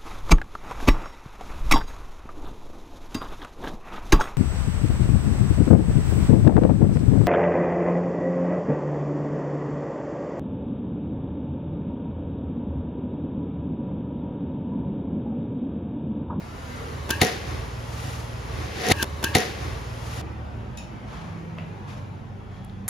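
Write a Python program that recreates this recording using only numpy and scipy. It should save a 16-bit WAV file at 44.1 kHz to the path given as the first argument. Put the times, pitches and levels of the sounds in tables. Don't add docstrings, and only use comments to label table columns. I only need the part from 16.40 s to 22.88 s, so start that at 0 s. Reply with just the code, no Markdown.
import sys
import numpy as np
from scipy import signal
from scipy.fft import rfft, irfft, next_fast_len
from scipy.io import wavfile
from scipy.ndimage import uniform_filter1d, minimum_filter1d, map_coordinates

SR = 44100
rng = np.random.default_rng(int(sys.argv[2]) if len(sys.argv) > 2 else 0)


def transcribe(u):
    v = np.clip(np.atleast_2d(u).T, -1, 1)
    q = np.round(v * 32767).astype(np.int16)
    wavfile.write(sys.argv[1], SR, q)


N = 285768
TIME = np.arange(N) / SR
HALF_S = SR // 2

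REWIND_S, REPLAY_S, CUT_S = 1.66862, 2.73636, 3.815
HIT_S = 0.8142

# frequency in Hz, likeness, limited to -0.9 to 0.995 in use.
WIDE = [(120, 0.82), (400, 0.5), (1200, -0.13), (4000, 0.6), (7200, 0.27), (7700, -1.7), (8900, -1.1),
        (9400, 0.042), (11500, 1), (14500, -1.3)]
# frequency in Hz, likeness, limited to -0.9 to 0.995 in use.
NEAR = [(150, 0.99), (450, 0.5), (950, .7), (1900, 0.58), (4000, 0.82), (7000, 0.33), (8300, -1.4),
        (9600, 0.25), (11500, 0.41), (15000, -0.89)]
# frequency in Hz, left minus right in dB.
LEAN = [(100, -1), (300, -1.8), (1200, 1.2), (3500, 2.4), (9000, -.2)]
TOP_HZ = 16600
# frequency in Hz, decay time T60 in seconds.
YARD_T60 = [(100, 0.46), (400, 0.81), (2000, 0.52), (6000, 0.44), (14000, 0.33)]

# frequency in Hz, relative density in dB per Hz.
YARD_AIR = [(25, -25), (45, -8), (100, -6), (170, -13.5), (250, -12.5), (320, -15.5), (450, -15),
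            (750, -17.5), (1050, -17.5), (2000, -24.5), (4000, -32.5), (7000, -36.5), (11000, -43),
            (15000, -50)]
YARD_AIR_DB, OPENING_DB, OPENING_S = -35.5, -5.5, 0.4
# time in seconds, mean firings per second.
IDLE = [(0.0, 19.3), (0.8, 19.3), (1.4, 19.15), (3.8, 18.3)]
# order of the firing rate, mean level at the start in dB, drift in dB per second.
EXHAUST = [(2, -51, -7.5), (3, -51.5, 8.5), (4, -42, 5), (5, -39, -7), (6, -55, 13.5), (7, -43, -2),
           (9, -53.5, -2.5), (13, -48, -6.5)]
SETTLED_S = 1.156
LINGER_DB, LINGER_END_S, LINGER_FADE_S = -4, 4.51, 0.31

# time in seconds, level in dB, of which only the swing about its mean is used.
STREET_LEVEL = [(3.83, -44.5), (3.94, -46.5), (5.45, -47), (5.85, -50.5), (6.48, -51.5)]
# frequency in Hz, relative density in dB per Hz.
TRAFFIC = [(15, -46), (25, -22), (43, -7), (70, -5.5), (91, -2.5), (118, -1), (157, -6.5), (215, -3.5),
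           (260, -16), (330, -16.5), (430, -32), (730, -120)]
# frequency in Hz, relative density in dB per Hz.
STREET_AIR = [(100, -7), (250, -3.5), (450, -5), (850, -6), (1400, -13), (2500, -19), (4500, -30),
              (7000, -34.5), (11000, -43.5), (15000, -49)]
RUMBLE_DB, RUMBLE_FOLLOWS, WASH_DB = -40, 0.32, -43.5
# start in seconds, end in seconds, mean pitch in Hz, level in dB.
MOTORS = [(4.1, 4.98, 55, -46), (4.72, 5.38, 166, -38.5), (4.74, 6.7, 96.5, -43), (5.05, 6.0, 145.3, -45.5),
          (6.05, 6.7, 195, -48), (5.35, 6.7, 122, -51), (4.07, 4.54, 113, -44), (5.95, 6.7, 43, -50)]
MOTOR_RISE_S, MOTOR_FALL_S = 0.13, 0.16
# start in seconds, end in seconds, pitch in Hz, peak level in dB,
# waver in Hz.
SQUEALS = [(5.9, 6.5, 3346, -66, 5), (6.07, 6.26, 1830, -60, 22), (6.09, 6.28, 3250, -65, 25),
           (6.11, 6.2, 1096, -55.5, 6)]

# time in seconds, level in dB, rise in seconds, T60 in seconds,
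# brightness in dB per octave.
STREET_SCUFFS = [(4.76, -43, 0.078, 1.23, -.4), (5.5, -44.5, 0.026, 0.74, 1.1),
                 (6.17, -54.5, 0.065, .8, 0.57)]
# frequency in Hz, relative density in dB per Hz.
SCUFF = [(300, -7), (900, 12), (2500, 1), (5000, -6), (7500, -11), (11000, -20.5), (15000, -28)]
# time in seconds, level in dB,
# rise in seconds, T60 in seconds, brightness in dB per octave.
YARD_SCUFFS = [(1.665, -41, 0.19, 0.34, 0)]
# frequency in Hz, relative density in dB per Hz.
SLEEVE = [(200, -2), (900, 4.5), (2500, -3), (5000, -3.5), (8000, -6), (11000, -12), (15000, -19)]

# time in seconds, level in dB, lowest Hz, highest Hz, echo in dB relative to the click.
CLICKS = [(4.3725, -37, 4500, 11000, -19), (4.3755, -35.5, 2410, 7000, -14), (5.179, -36, 950, 1430, -19),
          (5.1846, -31.5, 600, 2800, -14), (6.247, -44.5, 9900, 11020, -30), (6.297, -45, 3450, 3800, -20)]
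# frequency in Hz, relative level in dB, T60 in seconds.
METAL = [(2590, 3, 0.36), (3740, -5, 0.28), (5390, -4.5, 0.36), (6840, -1.5, 0.28), (10340, -9, .22)]
METAL_S, METAL_DB, METAL_WIDTH_HZ = 4.374, -46, 40
# frequency in Hz, relative level in dB, T60 in seconds.
KNOCK = [(620, -3, .04), (1250, -9, .03), (1950, -4, .03), (2660, 2.5, 0.029), (2820, -14, 0.18),
         (4600, -16, .025)]
KNOCK_S, KNOCK_DB, KNOCK_ECHO_DB, KNOCK_WIDTH_HZ = 5.1846, -36, -54, 150

# frequency in Hz, relative density in dB per Hz.
HOUSES = [(100, -25), (260, -5.5), (340, -4), (450, 9.5), (620, 0), (710, 3), (850, -4), (1100, -4),
          (2000, -0.5), (4000, -8.5), (6000, -14), (10000, -47), (15000, -38)]
HOUSES_DB, HOUSES_T60, HOUSES_RISE_S = -30, 1.48, 0.083

# frequency in Hz, relative density in dB per Hz.
POP = [(500, -24), (2500, -3), (4200, 0), (7000, -2), (10000, -4.5), (15000, -12)]
POP_DB, POP_T60 = -15.5, 0.068
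# seconds after the hit,
# relative level in dB, T60 in seconds.
BLOWS = [(0.0005, -7, 0.025), (0.0022, -5, 0.029), (0.0048, -3, 0.018), (0.0168, -6.5, 0.016),
         (0.032, -14, 0.0082)]
# frequency in Hz, relative density in dB per Hz.
CRACK = [(60, -27), (300, 7.5), (560, -4.5), (740, 7), (1100, -4.5), (1450, -9.5), (1950, 2.5), (2400, -9),
         (3000, -6.5), (3900, -2.5), (6500, -14.5), (10000, -14.5), (15000, -24)]
# seconds after the hit, relative level in dB.
THUDS = [(0.004, -3.5), (0.0162, -15.5)]
# frequency in Hz, relative level in dB, T60 in seconds,
# build-up time constant in seconds.
BOX = [(106.5, 2, 0.044, 0.0046), (145, 2, 0.042, 0.004), (187.3, -4, 0.078, 0.0038),
       (234, -4.5, 0.078, 0.0055), (286, -13, 0.16, 0.012), (381.3, -11, 0.14, 0.003), (408, -19, .3, .004),
       (455, -21, .6, .01), (513, -14, 0.16, 0.0018), (742, -9, 0.037, 0.0027), (686, -17.5, 0.33, 0.0077),
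       (736, -16.5, .32, .004), (963, -12, 0.033, 0.0036), (1432, -29, 0.4, 0.0036)]
# frequency in Hz, relative level in dB, T60 in seconds.
QUIVER = [(1893, 3.5, 0.34), (2620, -2, .28), (3640, -9, 0.28), (4430, -7, 0.37)]
QUIVER_DB, QUIVER_WIDTH_HZ = -27, 45
# frequency in Hz, relative density in dB per Hz.
DEBRIS = [(400, -20), (1200, -4), (2500, 0), (4000, -5), (6200, 6), (8300, -21), (10000, 0), (13000, -6),
          (15000, -33)]
DEBRIS_DB, DEBRIS_T60, DEBRIS_PER_S, DEBRIS_CLUMP_DB = -22, 0.3, 450, 3
# frequency in Hz, relative density in dB per Hz.
BOX_ECHO = [(30, -37), (70, -33), (140, -1.5), (260, -4.5), (440, 0), (540, -3.5), (610, -8), (720, -5),
            (850, -10), (1300, -11), (1900, -5.5), (3000, -11), (5500, -14), (8500, -20.5), (15000, -30)]

# frequency in Hz, relative density in dB per Hz.
WHIRR = [(300, -43), (780, -25), (920, 3), (1100, -26), (1450, -14), (1610, -1), (1820, -7), (1950, -15),
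         (2750, -10), (3200, -22), (12000, -34)]
# frequency in Hz, relative density in dB per Hz.
SWELL = [(150, -9), (450, -2), (1000, -6), (2200, 1), (3800, -3), (7000, -14), (12000, -33)]
SWELL_DB, SWELL_RISE_S = -24.5, .006

# time in seconds, relative level in dB, T60 in seconds.
SNAPS = [(0.7045, -14, 0.009), (0.7075, -14.5, 0.016), (0.7147, -30, .008)]
SNAP_S = SNAPS[0][0]
# frequency in Hz, relative density in dB per Hz.
SLIP = [(60, -20), (300, 2.5), (1000, -12), (2500, -13), (6000, -20.5), (14000, -25)]
# frequency in Hz, relative density in dB per Hz.
SNAP = [(60, -5), (150, -12.5), (330, 9), (600, -14), (1000, -6.5), (2200, -3), (3000, 0), (4200, -2.5),
        (6000, -3.5), (9500, -8), (15000, -9)]
# frequency in Hz, relative level in dB, T60 in seconds.
LIMBS = [(230, -0.5, 0.049), (475, -2.5, .02), (916, -1.5, 0.034)]
LIMBS_S, LIMBS_DB = .6965, -24.5
# settled frequency in Hz, relative level in dB, T60 in seconds.
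SHAFT = [(1670, 2.5, 0.3), (1605, -4, .3), (1830, -10, .6), (945, -11, .6)]
FLUTTER_DB, SHAFT_FLAT = 2.5, .08
# frequency in Hz, relative level in dB,
# T60 in seconds.
UPPER_SHAFT = [(2620, -1.5, .28), (2880, -1.5, .22), (3900, -11, 0.14), (4570, -13.5, 0.097),
               (6190, -7, .13)]
UPPER_SHAFT_DB, UPPER_SHAFT_WIDTH_HZ = -31.5, 190
HOLD_S = .19


def amp(db):
    return 10 ** (np.asarray(db) / 20)


def unit(x):
    return x / np.sqrt(np.mean(x ** 2) + 1e-20)


def along(points, hz):
    f, v = np.transpose(points)
    return np.interp(np.log(hz + 1), np.log(f + 1), v)


def curves(rows):
    s, *columns = np.transpose(rows)
    return [np.interp(TIME, s, column) for column in columns]


def wobble(rate):
    return map_coordinates(rng.standard_normal(256), [TIME * rate], mode="wrap")


def filtered(x, response):
    n = x.shape[-1]
    padded = next_fast_len(n + 8192)
    hz = np.fft.rfftfreq(padded, 1 / SR)
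    return irfft(rfft(x, padded) * response(hz), padded)[..., :n]


def noise(spectrum, alike, size=N):
    def mid_side(hz):
        angle = np.arccos(np.clip(along(alike, hz), -.9, .995)) / 2
        return amp(along(spectrum, hz)) * [np.cos(angle), np.sin(angle)]

    mid, side = filtered(rng.standard_normal((2, size)), mid_side)
    return unit(np.array([mid + side, mid - side]))


def fade(t60, attack=0.0002):
    t = TIME[:HALF_S]
    return amp(-60 * t / t60) * (1 - np.exp(-t / attack))


def ring(modes, flat=0, settle=0.0289):
    t = TIME[:HALF_S]
    clock = t - flat * settle * (1 - np.exp(-t / settle))
    out = np.zeros(HALF_S)
    for hz, db, t60, *build_up in modes:
        level = amp(db + .5 * rng.normal())
        out += level * fade(t60, *build_up) * np.sin(2 * np.pi * hz * clock)
    return out


def scattered(modes, width_hz, attack):
    out = np.zeros((2, HALF_S))
    for hz, db, t60 in modes:
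        half = min(width_hz, hz / 8)
        band = [(hz / 2, -80), (hz * .8, -45), (hz - half, -14), (hz, 0),
                (hz + half, -14), (hz * 1.25, -45), (hz * 2, -80)]
        out += amp(db) * fade(t60, attack) * noise(band, WIDE, size=HALF_S)
    return out


def echo(spectrum, far_db, far_t60):
    hz, t, z = signal.stft(noise(spectrum, WIDE, size=SR), SR, nperseg=256)
    near = amp(-60 * t / along(YARD_T60, hz)[:, None])
    far = amp(far_db - 60 * t / far_t60)
    tail = signal.istft(z * (near + far), SR, nperseg=256)[1][:, :SR]
    return tail * np.clip((TIME[:SR] - .003) / 0.0095, 0, 1)


def patchy(x, depth_db):
    z = signal.stft(x, nperseg=2048)[2]
    field = uniform_filter1d(rng.standard_normal(z.shape[1:]), size=3, axis=0)
    field = uniform_filter1d(field, size=6, axis=1)
    return unit(signal.istft(z * amp(depth_db * unit(field)), nperseg=2048)[1][:, :N])


def add(track, s, sound):
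    part = track[:, round(s * SR):][:, :sound.shape[-1]]
    part += sound[..., :part.shape[1]]


def engine():
    rate, = curves(IDLE)
    turns = np.cumsum(rate * (1 + 0.0043 * wobble(7.37))) / SR
    settling_s = np.minimum(TIME, SETTLED_S)
    out = np.zeros(N)
    for order, db, db_per_s in EXHAUST:
        level_db = db + db_per_s * settling_s + 1.7 * wobble(3.72)
        out += amp(level_db) * np.sqrt(2) * np.sin(2 * np.pi * (order * turns + rng.random()))
    return out


def motors():
    out = np.zeros(N)
    for start, end, hz, db in MOTORS:
        present = np.clip(np.minimum((TIME - start) / MOTOR_RISE_S, (end - TIME) / MOTOR_FALL_S), 0, 1)
        turns = np.cumsum(hz * (1 + 0.0029 * wobble(9))) / SR + rng.random()
        out += amp(db + 0.81 * wobble(5.3)) * present * np.sqrt(2) * np.sin(2 * np.pi * turns)
    return out


def squeals():
    out = np.zeros(N)
    for start, end, hz, db, waver_hz in SQUEALS:
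        swell = np.sin(np.pi * np.clip((TIME - start) / (end - start), 0, 1))
        turns = np.cumsum(hz + waver_hz * wobble(60)) / SR
        out += amp(db + 2 * wobble(16)) * swell * np.sin(2 * np.pi * turns)
    return out


def scuffs(rows, colour):
    out = np.zeros((2, N))
    for s, db, rise, t60, tilt_db in rows:
        before, after = np.minimum(TIME - s, 0), np.maximum(TIME - s, 0)
        swell = np.exp(-(before / rise) ** 2) * amp(-60 * after / t60)
        tilted = [(hz, level + tilt_db * np.log2(hz / colour[0][0])) for hz, level in colour]
        out += amp(db + 1.3 * wobble(110)) * swell * noise(tilted, WIDE)
    return out


def clicks():
    out = np.zeros((2, N))
    for s, db, low_hz, high_hz, echo_db in CLICKS:
        band = [(low_hz / 4, -36), (low_hz, 0), (high_hz, -3), (high_hz * 1.47, -20), (high_hz * 4, -36)]
        add(out, s, amp(db) * fade(0.015) * noise(band, NEAR, size=HALF_S))
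        add(out, s, amp(db + echo_db) * echo(band, far_db=-28, far_t60=0.48))
    add(out, METAL_S, amp(METAL_DB) * scattered(METAL, METAL_WIDTH_HZ, attack=.001))
    add(out, KNOCK_S, amp(KNOCK_DB) * ring(KNOCK))
    lingering = [(hz, db, .3) for hz, db, _ in KNOCK]
    add(out, KNOCK_S, amp(KNOCK_ECHO_DB) * scattered(lingering, KNOCK_WIDTH_HZ, attack=.008))
    return out


def street():
    level_db, = curves(STREET_LEVEL)
    swing_db = level_db - level_db[TIME > CUT_S].mean()
    rumble = amp(RUMBLE_DB + RUMBLE_FOLLOWS * swing_db) * noise(TRAFFIC, WIDE)
    air = amp(WASH_DB + swing_db + 0.28 * wobble(7.3)) * patchy(noise(STREET_AIR, WIDE), depth_db=2.5)
    lingering = np.clip((LINGER_END_S - TIME) / LINGER_FADE_S, 0, 1)
    idling = amp(LINGER_DB) * lingering * engine()
    return rumble + air + idling + motors() + squeals() + scuffs(STREET_SCUFFS, SCUFF) + clicks()


def houses():
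    t = np.maximum(TIME - HIT_S, 0)
    build_up = 1 - np.exp(-t / HOUSES_RISE_S)
    return amp(HOUSES_DB - 60 * t / HOUSES_T60) * build_up * noise(HOUSES, WIDE)


def debris():
    landing = rng.random(HALF_S) < DEBRIS_PER_S / SR
    grains = landing * rng.standard_normal((2, HALF_S))
    crackle = unit(filtered(grains, lambda hz: amp(along(DEBRIS, hz))))
    flurries = amp(DEBRIS_CLUMP_DB * wobble(140)[:HALF_S])
    return amp(DEBRIS_DB) * fade(DEBRIS_T60, 0.0043) * unit(flurries * crackle)


def target():
    out = np.zeros((2, N))
    add(out, HIT_S, amp(POP_DB) * fade(POP_T60) * noise(POP, NEAR, size=HALF_S))
    for delay, db, t60 in BLOWS:
        add(out, HIT_S + delay, amp(db + 3.5) * fade(t60, 0.0015) * noise(CRACK, NEAR, size=HALF_S))
    for delay, db in THUDS:
        add(out, HIT_S + delay, -amp(db + 0.5) * ring(BOX))
    add(out, HIT_S, amp(QUIVER_DB) * scattered(QUIVER, QUIVER_WIDTH_HZ, attack=0.0018))
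    add(out, HIT_S, debris())
    grain = amp(wobble(254)[:SR])
    add(out, HIT_S, amp(-18.0) * grain * echo(BOX_ECHO, far_db=-9.5, far_t60=1.18))
    return out


def flight():
    flying = np.clip(np.minimum(TIME - SNAP_S, HIT_S + 0.018 - TIME) / 0.003, 0, 1)
    rising = np.exp(np.minimum(TIME - HIT_S, 0) / SWELL_RISE_S)
    whirr = amp(-43.5) * noise(WHIRR, NEAR)
    swell = amp(SWELL_DB) * rising * noise(SWELL, NEAR)
    return flying * (whirr + swell)


def bow():
    out = np.zeros((2, N))
    add(out, .691, amp(-24.5) * fade(0.068, 0.0012) * noise(SLIP, NEAR, size=HALF_S))
    add(out, LIMBS_S, amp(LIMBS_DB) * ring(LIMBS))
    for s, db, t60 in SNAPS:
        add(out, s, amp(db + 4.5) * fade(t60, 0.00045) * noise(SNAP, NEAR, size=HALF_S))
    flutter = amp(FLUTTER_DB * wobble(90)[:HALF_S])
    add(out, SNAP_S, amp(-28.5) * flutter * ring(SHAFT, flat=SHAFT_FLAT))
    add(out, SNAP_S, amp(UPPER_SHAFT_DB) * scattered(UPPER_SHAFT, UPPER_SHAFT_WIDTH_HZ, attack=.001))
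    add(out, SNAP_S, amp(-35.0) * echo(SNAP, far_db=-27.5, far_t60=0.45))
    return out


def gain_control(x, limit_db, hold, release):
    power = uniform_filter1d(np.mean(x ** 2, axis=0), SR // 200)
    level_db = 10 * np.log10(np.abs(power) + 1e-12)
    needed_db = np.minimum(limit_db - level_db, 0)
    held, slow = int(hold * SR) | 1, int(release * SR) | 1
    held_db = minimum_filter1d(needed_db, held, origin=held // 2)
    eased_db = np.minimum(held_db, uniform_filter1d(held_db, slow, origin=slow // 2))
    return x * amp(uniform_filter1d(eased_db, size=128))


def yard():
    air = amp(YARD_AIR_DB + 0.98 * wobble(6.3)) * patchy(noise(YARD_AIR, WIDE), depth_db=2.5)
    opening = amp(OPENING_DB * np.maximum(1 - TIME / OPENING_S, 0))
    background = opening * (engine() + air)
    live = bow() + flight() + target() + houses() + background + scuffs(YARD_SCUFFS, SLEEVE)
    return gain_control(live, limit_db=-10, hold=HOLD_S, release=0.1)


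def scene():
    direction = np.where((TIME >= REWIND_S) & (TIME < REPLAY_S), -1, 1)
    shots = yard()[:, np.cumsum(direction) - 1]
    return np.where(TIME < CUT_S, shots, street())


def record(dry):
    pair = filtered(dry, lambda hz: amp(np.outer([1, -1], along(LEAN, hz)) / 2))
    pair = signal.sosfilt(signal.butter(2, 36, "high", fs=SR, output="sos"), pair)
    rounded = pair / (1 + np.abs(pair / .9) ** 6) ** (1 / 6)
    return filtered(rounded, lambda hz: hz < TOP_HZ)


dry = scene()
out = record(dry)
transcribe(out)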